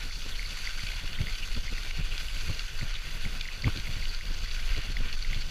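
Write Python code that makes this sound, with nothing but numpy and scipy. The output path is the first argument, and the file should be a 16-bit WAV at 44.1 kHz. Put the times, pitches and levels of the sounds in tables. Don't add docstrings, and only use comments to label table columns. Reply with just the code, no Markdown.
import sys
import numpy as np
from scipy import signal
from scipy.fft import rfft, irfft, next_fast_len
from scipy.io import wavfile
from scipy.ndimage import uniform_filter1d, map_coordinates

SR = 44100
rng = np.random.default_rng(int(sys.argv[2]) if len(sys.argv) > 2 else 0)


def put_to_file(sound):
    columns = np.atleast_2d(sound).T
    safe = np.clip(columns, -1, 1)
    whole_steps = np.round(safe * 32767)
    wavfile.write(sys.argv[1], SR, whole_steps.astype(np.int16))


N = 242550

# (time [s], level [dB])
COARSE_GRIND = [(0.0, -41.5), (0.18, -48.5), (0.27, -44.5), (0.9, -42), (1.12, -45.5), (1.2, -44),
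                (2.05, -44.5), (2.12, -43), (2.74, -45.5), (2.82, -43.5), (4.09, -44.5), (4.21, -46.0),
                (4.81, -41.5), (4.93, -46.5), (5.06, -41.0), (5.18, -47), (5.33, -42.5), (5.45, -44.5)]
# (time [s], fine grit level [dB], dust spray level [dB])
LOOSE_LAYER = [(0.0, -46, -58.5), (0.86, -43.5, -55), (1.12, -50.5, -60), (1.42, -45.5, -56.5),
               (1.62, -45.5, -59), (1.8, -45.5, -58.0), (2.03, -49, -60.5), (2.23, -45.5, -54.5),
               (2.9, -47, -60), (3.15, -49, -57), (3.35, -47.5, -59.0), (3.44, -47, -59.0),
               (3.51, -48, -60), (3.9, -48.5, -58.5), (4.12, -45, -58), (4.23, -49.5, -61),
               (4.41, -44.5, -60.5), (4.64, -46.5, -56.5), (4.93, -48, -61.5), (5.45, -46, -60.5)]
# (frequency [Hz], relative density [dB])
GRAVEL_SPECTRUM = [(100, -43), (350, -13.5), (850, -14), (1200, -8), (1700, -4.5), (2150, -4), (2900, -.5),
                   (3900, -7), (5400, -14), (6500, -11), (7000, -23.5), (8200, -25), (13200, -27),
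                   (15200, -40)]
# (centre [Hz], full width at half the dB [Hz], gain [dB])
CASE_RESONANCES = [(1498, 220, 6.5), (1672, 82, -6.5), (2370, 630, 2), (3154, 177, -3), (3426, 100, 5),
                   (4557, 630, 8.5), (5700, 780, 1.5), (6370, 900, -0.5), (7335, 460, 8.5), (8950, 260, -6),
                   (10570, 160, 9), (11740, 700, -3)]
# (time of swell peak [s], swell level [dB])
PEBBLE_PINGS = [(0.111, -33.5), (0.395, -26.5), (0.430, -32.5), (0.454, -33), (0.6744, -24), (0.794, -30.5),
                (0.918, -31), (1.188, -31), (1.271, -29), (1.284, -31), (1.289, -36), (1.681, -29),
                (1.781, -30), (2.8126, -28.5), (3.2536, -28), (3.456, -32), (3.488, -28), (3.645, -21.5),
                (3.6735, -33), (3.872, -30), (4.0263, -30), (4.211, -31), (4.460, -34), (4.749, -30),
                (4.969, -24.5), (5.249, -30.5), (5.332, -26.5)]
# (time [s], level of loudest millisecond [dB], relative brightness [dB])
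STONE_CRACKS = [(0.219, -35, -21), (0.4604, -34, 19), (0.87, -31, 1), (0.8886, -31, -2), (1.131, -35, 1),
                (1.5475, -33.5, 13), (1.91, -29, -7), (2.1797, -29.5, 0), (2.2844, -32, -7),
                (2.3677, -35.5, -19), (2.5937, -27.5, -3), (2.9546, -35, -13), (3.4106, -28, 4),
                (3.773, -32, 8), (3.7992, -31.5, 2), (4.0544, -31.5, -2), (4.1477, -33, 14),
                (4.7634, -34, 1), (5.128, -31, -1), (5.3465, -31, 3), (5.4225, -34.5, 20)]
# (time of swell peak [s], relative level [dB], centre [Hz])
STONE_SKIDS = [(0.325, -41, 3520), (0.354, -43.5, 3160), (1.155, -40.5, 3340), (1.434, -36, 2740),
               (2.123, -39.5, 2960), (2.956, -39.5, 3550), (3.929, -47, 2440), (4.097, -41, 4530),
               (5.131, -45, 2740)]
# (time of thud peak [s], thud level [dB], mount rattle level [dB])
BUMP_JOLTS = [(0.036, -41, -45), (0.266, -46, -43), (0.606, -38.5, -54), (0.8363, -34.5, -49),
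              (1.0418, -32, -45.5), (1.2124, -21, -48), (1.24, -28.5, -47), (1.5758, -31, -34),
              (1.7272, -29.5, -39.5), (1.997, -22.5, -48), (2.374, -38.5, -47), (2.5006, -23, -41),
              (2.831, -27, -41), (3.265, -30, -39.5), (3.655, -20, -49), (3.6718, -16.5, -31.5),
              (3.684, -21.5, -45), (3.763, -32, -42), (3.789, -29.5, -47), (3.8977, -31, -46),
              (3.9699, -34, -47), (4.311, -41, -42), (4.782, -26, -37), (4.903, -28.5, -44.5),
              (5.0099, -31, -37.5), (5.059, -33, -50), (5.371, -30.5, -49)]
# (frequency [Hz], relative density [dB])
FRAME_SPECTRUM = [(35, -14), (65, -0.5), (95, 0), (140, -6), (220, -16), (320, -22.5), (700, -34.5),
                  (2000, -56)]
# (frequency [Hz], relative density [dB])
RATTLE_SPECTRUM = [(60, -30), (140, 3.5), (230, 16), (340, -1), (500, 2.5), (750, -11), (1300, -15),
                   (3000, -6), (9000, -47)]
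# (time [s], relative level [dB])
MOUNT_KNOCKS = [(2.4963, -31), (3.669, -30), (3.6789, -18.5)]
# (frequency [Hz], relative level [dB], 60 dB decay time [s])
KNOCK_PARTIALS = [(334, -19, 0.017), (644, -19, 0.0048), (975, 3, 0.01), (1110, 1, 0.017), (2300, 2, 0.017)]
# (time [s], buffet level before gusts and strokes [dB])
WIND_LEVEL = [(0.0, -33), (0.94, -33.5), (1.01, -31), (2.16, -30.5), (3.49, -31), (3.56, -38.5),
              (4.03, -26.5), (4.14, -33), (4.3, -27), (4.55, -33), (4.7, -22.5), (4.88, -34.5), (5.04, -25),
              (5.45, -29)]
# (frequency [Hz], relative density [dB])
BUFFET_SPECTRUM = [(6, -20), (14, 5.5), (22, 6.5), (33, -0.5), (45, -8.5), (60, -19.5), (120, -29.5),
                   (400, -86.5)]
# (frequency [Hz], relative density [dB])
DRONE_SPECTRUM = [(30, -30.5), (60, 7), (92, 2), (116, -10), (135, -2.5), (185, -9), (225, -11), (290, -18),
                  (450, -17), (900, -24.5), (2500, -37)]

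PING_HZ, PING_SCATTER_HZ = 2090, 45
STRAY_PINGS_PER_S, STRAY_PING_DB = 2.0, -41
STRAY_CRACKS_PER_S, STRAY_CRACK_DB = 4.0, -39.5
STROKE_S, FIRST_PUSH_S = 0.417, 0.35
WIND_SWING_DB, DRONE_SWING_DB = 2, 0.5
DRONE_START_DB, DRONE_DB_PER_S = -49.5, 0.6
TOP_HZ = 15300


def crunch():
    (coarse_db,) = curves(COARSE_GRIND)
    fine_db, dust_db = curves(LOOSE_LAYER)
    clumps_db = 0.98 * wobble(36)
    puffs_db = 0.46 * wobble(27.7)
    stones = contacts(rate_per_s=480, spread_db=2.5, life_s=0.0029)
    split_hz, dust_hz = 3800, 7700

    def coarse_band(hz):
        return 1 - above(hz, split_hz)

    def fine_band(hz):
        return above(hz, split_hz) * (1 - above(hz, dust_hz))

    def dust_band(hz):
        return above(hz, dust_hz)

    coarse = crunch_layer(coarse_band, stones, grit_share=0.093, stone_share=0.61)
    fine = crunch_layer(fine_band, stones, grit_share=0.16, stone_share=0.51)
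    dust = crunch_layer(dust_band, stones, grit_share=0.14, stone_share=0.16)
    return (amp(coarse_db + clumps_db) * coarse
            + amp(fine_db + clumps_db) * fine
            + amp(dust_db + puffs_db + clumps_db) * dust)


def crunch_layer(band, stones, grit_share, stone_share):
    grit = contacts(rate_per_s=260, spread_db=4, life_s=0.0018)
    bed_share = abs(1 - grit_share - stone_share)
    power = bed_share + grit_share * grit + stone_share * stones
    ticks = rng.standard_normal(N) * (rng.random(N) < 16000 / SR)
    clusters = patchy(np.sqrt(power) * ticks, depth_db=1.7)
    return unit(coloured(clusters, lambda hz: stone_colour(hz) * np.sqrt(band(hz))))


def contacts(rate_per_s, spread_db, life_s):
    hits = rng.random(N) < rate_per_s / SR
    strength_db = spread_db * np.minimum(rng.standard_normal(N), 2)
    energy = amp(strength_db) ** 2
    power = signal.lfilter([1], [1, -np.exp(-1 / (life_s * SR))], hits * energy)
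    return power / power.mean()


def patchy(x, depth_db):
    hz, _, spectra = signal.stft(x, SR, nperseg=512)
    field = uniform_filter1d(rng.standard_normal(spectra.shape), size=6, axis=0)
    field = uniform_filter1d(field, size=6, axis=1)
    reach = along([(600, 0.4), (2500, 1), (4000, 1), (9000, 0.5)], hz)[:, None]
    patches = spectra * amp(depth_db * reach * unit(field))
    return signal.istft(patches, nperseg=512)[1][:N]


def stone_colour(hz):
    case_db = sum(db * 0.5 ** ((2 * (hz - centre_hz) / width_hz) ** 2)
                  for centre_hz, width_hz, db in CASE_RESONANCES)
    return amp(along(GRAVEL_SPECTRUM, hz) + case_db)


def pings(rise_s=0.00183):
    track, t = np.zeros(N), np.arange(SR // 50) / SR
    swell = (t / rise_s * np.exp(1 - t / rise_s)) ** 4.6
    after_ring = 0.15 * (1 - np.exp(-t / rise_s)) * amp(-60 * t / 0.025)
    for s, db in list(PEBBLE_PINGS) + strays(STRAY_PINGS_PER_S, STRAY_PING_DB):
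        hz = PING_HZ + PING_SCATTER_HZ * rng.standard_normal()
        tone = np.sin(2 * np.pi * (hz * t + rng.random()))
        add(track, s - rise_s, amp(db) * (swell + after_ring) * tone)
    return track


def cracks(life_s=0.0027, low_hz=2100, high_hz=5600, stray_bright_db=4, scatter_db=8):
    track, t = np.zeros(N), np.arange(SR // 50) / SR
    lesser = [(s, db, stray_bright_db + scatter_db * rng.standard_normal())
              for s, db in strays(STRAY_CRACKS_PER_S, STRAY_CRACK_DB)]

    def band(hz):
        return np.sqrt(above(hz, low_hz) * (1 - above(hz, high_hz)) + 0.06)

    def tilt(hz, bright_db):
        return amp((bright_db + 1.5) * (above(hz, 3850) - 0.63 * above(hz, 4900)))

    for s, db, bright_db in list(STONE_CRACKS) + lesser:
        burst = rng.choice([-1, 1], len(t)) * np.exp(-t / life_s)
        click = coloured(burst, lambda hz: stone_colour(hz) * band(hz) * tilt(hz, bright_db))
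        peak = np.sqrt(uniform_filter1d(click ** 2, size=44).max())
        add(track, s - 0.0007, amp(db) * click / peak)
    return track


def strays(per_s, typical_db, spread_db=4.0, count=40):
    times_s = np.cumsum(rng.exponential(1 / per_s, count))
    levels_db = typical_db + spread_db * rng.standard_normal(count)
    return [(s, db) for s, db in zip(times_s, levels_db) if s < N / SR]


def skids(life_s=0.0088, width_hz=330, trim_db=-1.0):
    track, t = np.zeros(N), np.arange(SR // 10) / SR
    middle_s = t.mean()
    swell = np.exp(-((t - middle_s) / life_s) ** 2 / 2)
    for s, db, centre_hz in STONE_SKIDS:
        hiss = rng.standard_normal(len(t))
        scrape = coloured(hiss, lambda hz: 1 / (1 + ((hz - centre_hz) / width_hz) ** 4))
        scrape = steadied(scrape, span_s=0.008)
        add(track, s - middle_s, amp(db + trim_db) * swell * scrape)
    return track


def bumps(push_s=0.0026, rise_s=0.0096, fall_s=0.0055, shudder_db=-11, shudder_s=0.015):
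    thuds, frame_power, rattle_power = np.zeros(N), np.zeros(N), np.zeros(N)
    lead_s = 0.06
    t = np.arange(SR // 6) / SR - lead_s
    thud = (1 - (t / push_s) ** 2) * np.exp(-(t / push_s) ** 2 / 2)
    flutter = np.exp(np.minimum(t / rise_s, -t / fall_s))
    shudder = amp(shudder_db) * np.exp(-(t / shudder_s) ** 2 / 2)
    for s, thud_db, rattle_db in BUMP_JOLTS:
        add(thuds, s - lead_s, amp(thud_db) * thud)
        add(frame_power, s - lead_s, (amp(thud_db) * shudder) ** 2)
        add(rattle_power, s - lead_s, (amp(rattle_db) * flutter) ** 2)
    frame = np.sqrt(frame_power) * steadied(noise(FRAME_SPECTRUM), span_s=0.023)
    rattle = np.sqrt(rattle_power) * steadied(noise(RATTLE_SPECTRUM), span_s=0.017)
    return thuds + frame + rattle


def knocks(onset_s=0.00044, trim_db=-10):
    track, t = np.zeros(N), np.arange(SR // 20) / SR
    ring = sum(amp(partial_db - 60 * t / t60_s) * np.sin(2 * np.pi * hz * t)
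               for hz, partial_db, t60_s in KNOCK_PARTIALS)
    for s, db in MOUNT_KNOCKS:
        add(track, s, amp(db + trim_db) * ring * (1 - np.exp(-t / onset_s)))
    return track


def drone(puff_limit_db=3):
    trend_db = DRONE_START_DB + DRONE_DB_PER_S * np.arange(N) / SR
    puffs_db = np.minimum(4.5 * wobble(28), puff_limit_db)
    level_db = trend_db + DRONE_SWING_DB * pedalling() + puffs_db
    return amp(level_db) * steadied(noise(DRONE_SPECTRUM), span_s=0.058)


def wind(gust_db=1.0):
    (buffet_db,) = curves(WIND_LEVEL)
    level_db = buffet_db + WIND_SWING_DB * pedalling() + gust_db * wobble(14)
    return amp(level_db) * steadied(noise(BUFFET_SPECTRUM), span_s=0.11)


def pedalling():
    return np.cos(2 * np.pi * (np.arange(N) / SR - FIRST_PUSH_S) / STROKE_S)


def amp(db):
    return 10 ** (np.asarray(db) / 20)


def unit(x):
    return x / np.sqrt(np.mean(x ** 2) + 1e-20)


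def along(points, hz):
    f, v = np.transpose(points)
    return np.interp(np.log(hz + 1), np.log(f + 1), v)


def above(hz, edge_hz):
    return 1 - 1 / (1 + (hz / edge_hz) ** 14)


def curves(rows):
    s, *columns = np.transpose(rows)
    return [np.interp(np.arange(N) / SR, s, column) for column in columns]


def wobble(knots_per_s):
    knots = rng.standard_normal(int(N * knots_per_s / SR) + 4)
    return map_coordinates(knots, [np.arange(N) * knots_per_s / SR])


def coloured(x, gain):
    m = 2 * next_fast_len(len(x) // 2 + 4096)
    cepstrum = irfft(np.log(np.maximum(gain(np.fft.rfftfreq(m, 1 / SR)), 1e-6)))
    cepstrum[1:m // 2] *= 2
    cepstrum[m // 2 + 1:] = 0
    response = np.exp(rfft(cepstrum))
    return irfft(rfft(x, m) * response)[:len(x)]


def noise(spectrum):
    return unit(coloured(rng.standard_normal(N), lambda hz: amp(along(spectrum, hz))))


def steadied(x, span_s):
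    power = uniform_filter1d(np.abs(signal.hilbert(x)) ** 2, max(int(span_s * SR), 1))
    return unit(x / np.sqrt(np.abs(power) + 1e-6))


def add(track, s, sound):
    start = max(round(s * SR), 0)
    part = track[start:start + len(sound)]
    part += sound[:len(part)]


def scene():
    stones = crunch() + pings() + cracks() + skids()
    jolts = bumps() + knocks()
    return (stones + jolts + drone() + wind())[None]


def record(dry):
    m = next_fast_len(N + SR // 2)
    kept = np.fft.rfftfreq(m, 1 / SR) < TOP_HZ
    return irfft(rfft(dry, m) * kept, m)[..., :N]


dry = scene()
out = record(dry)
put_to_file(out)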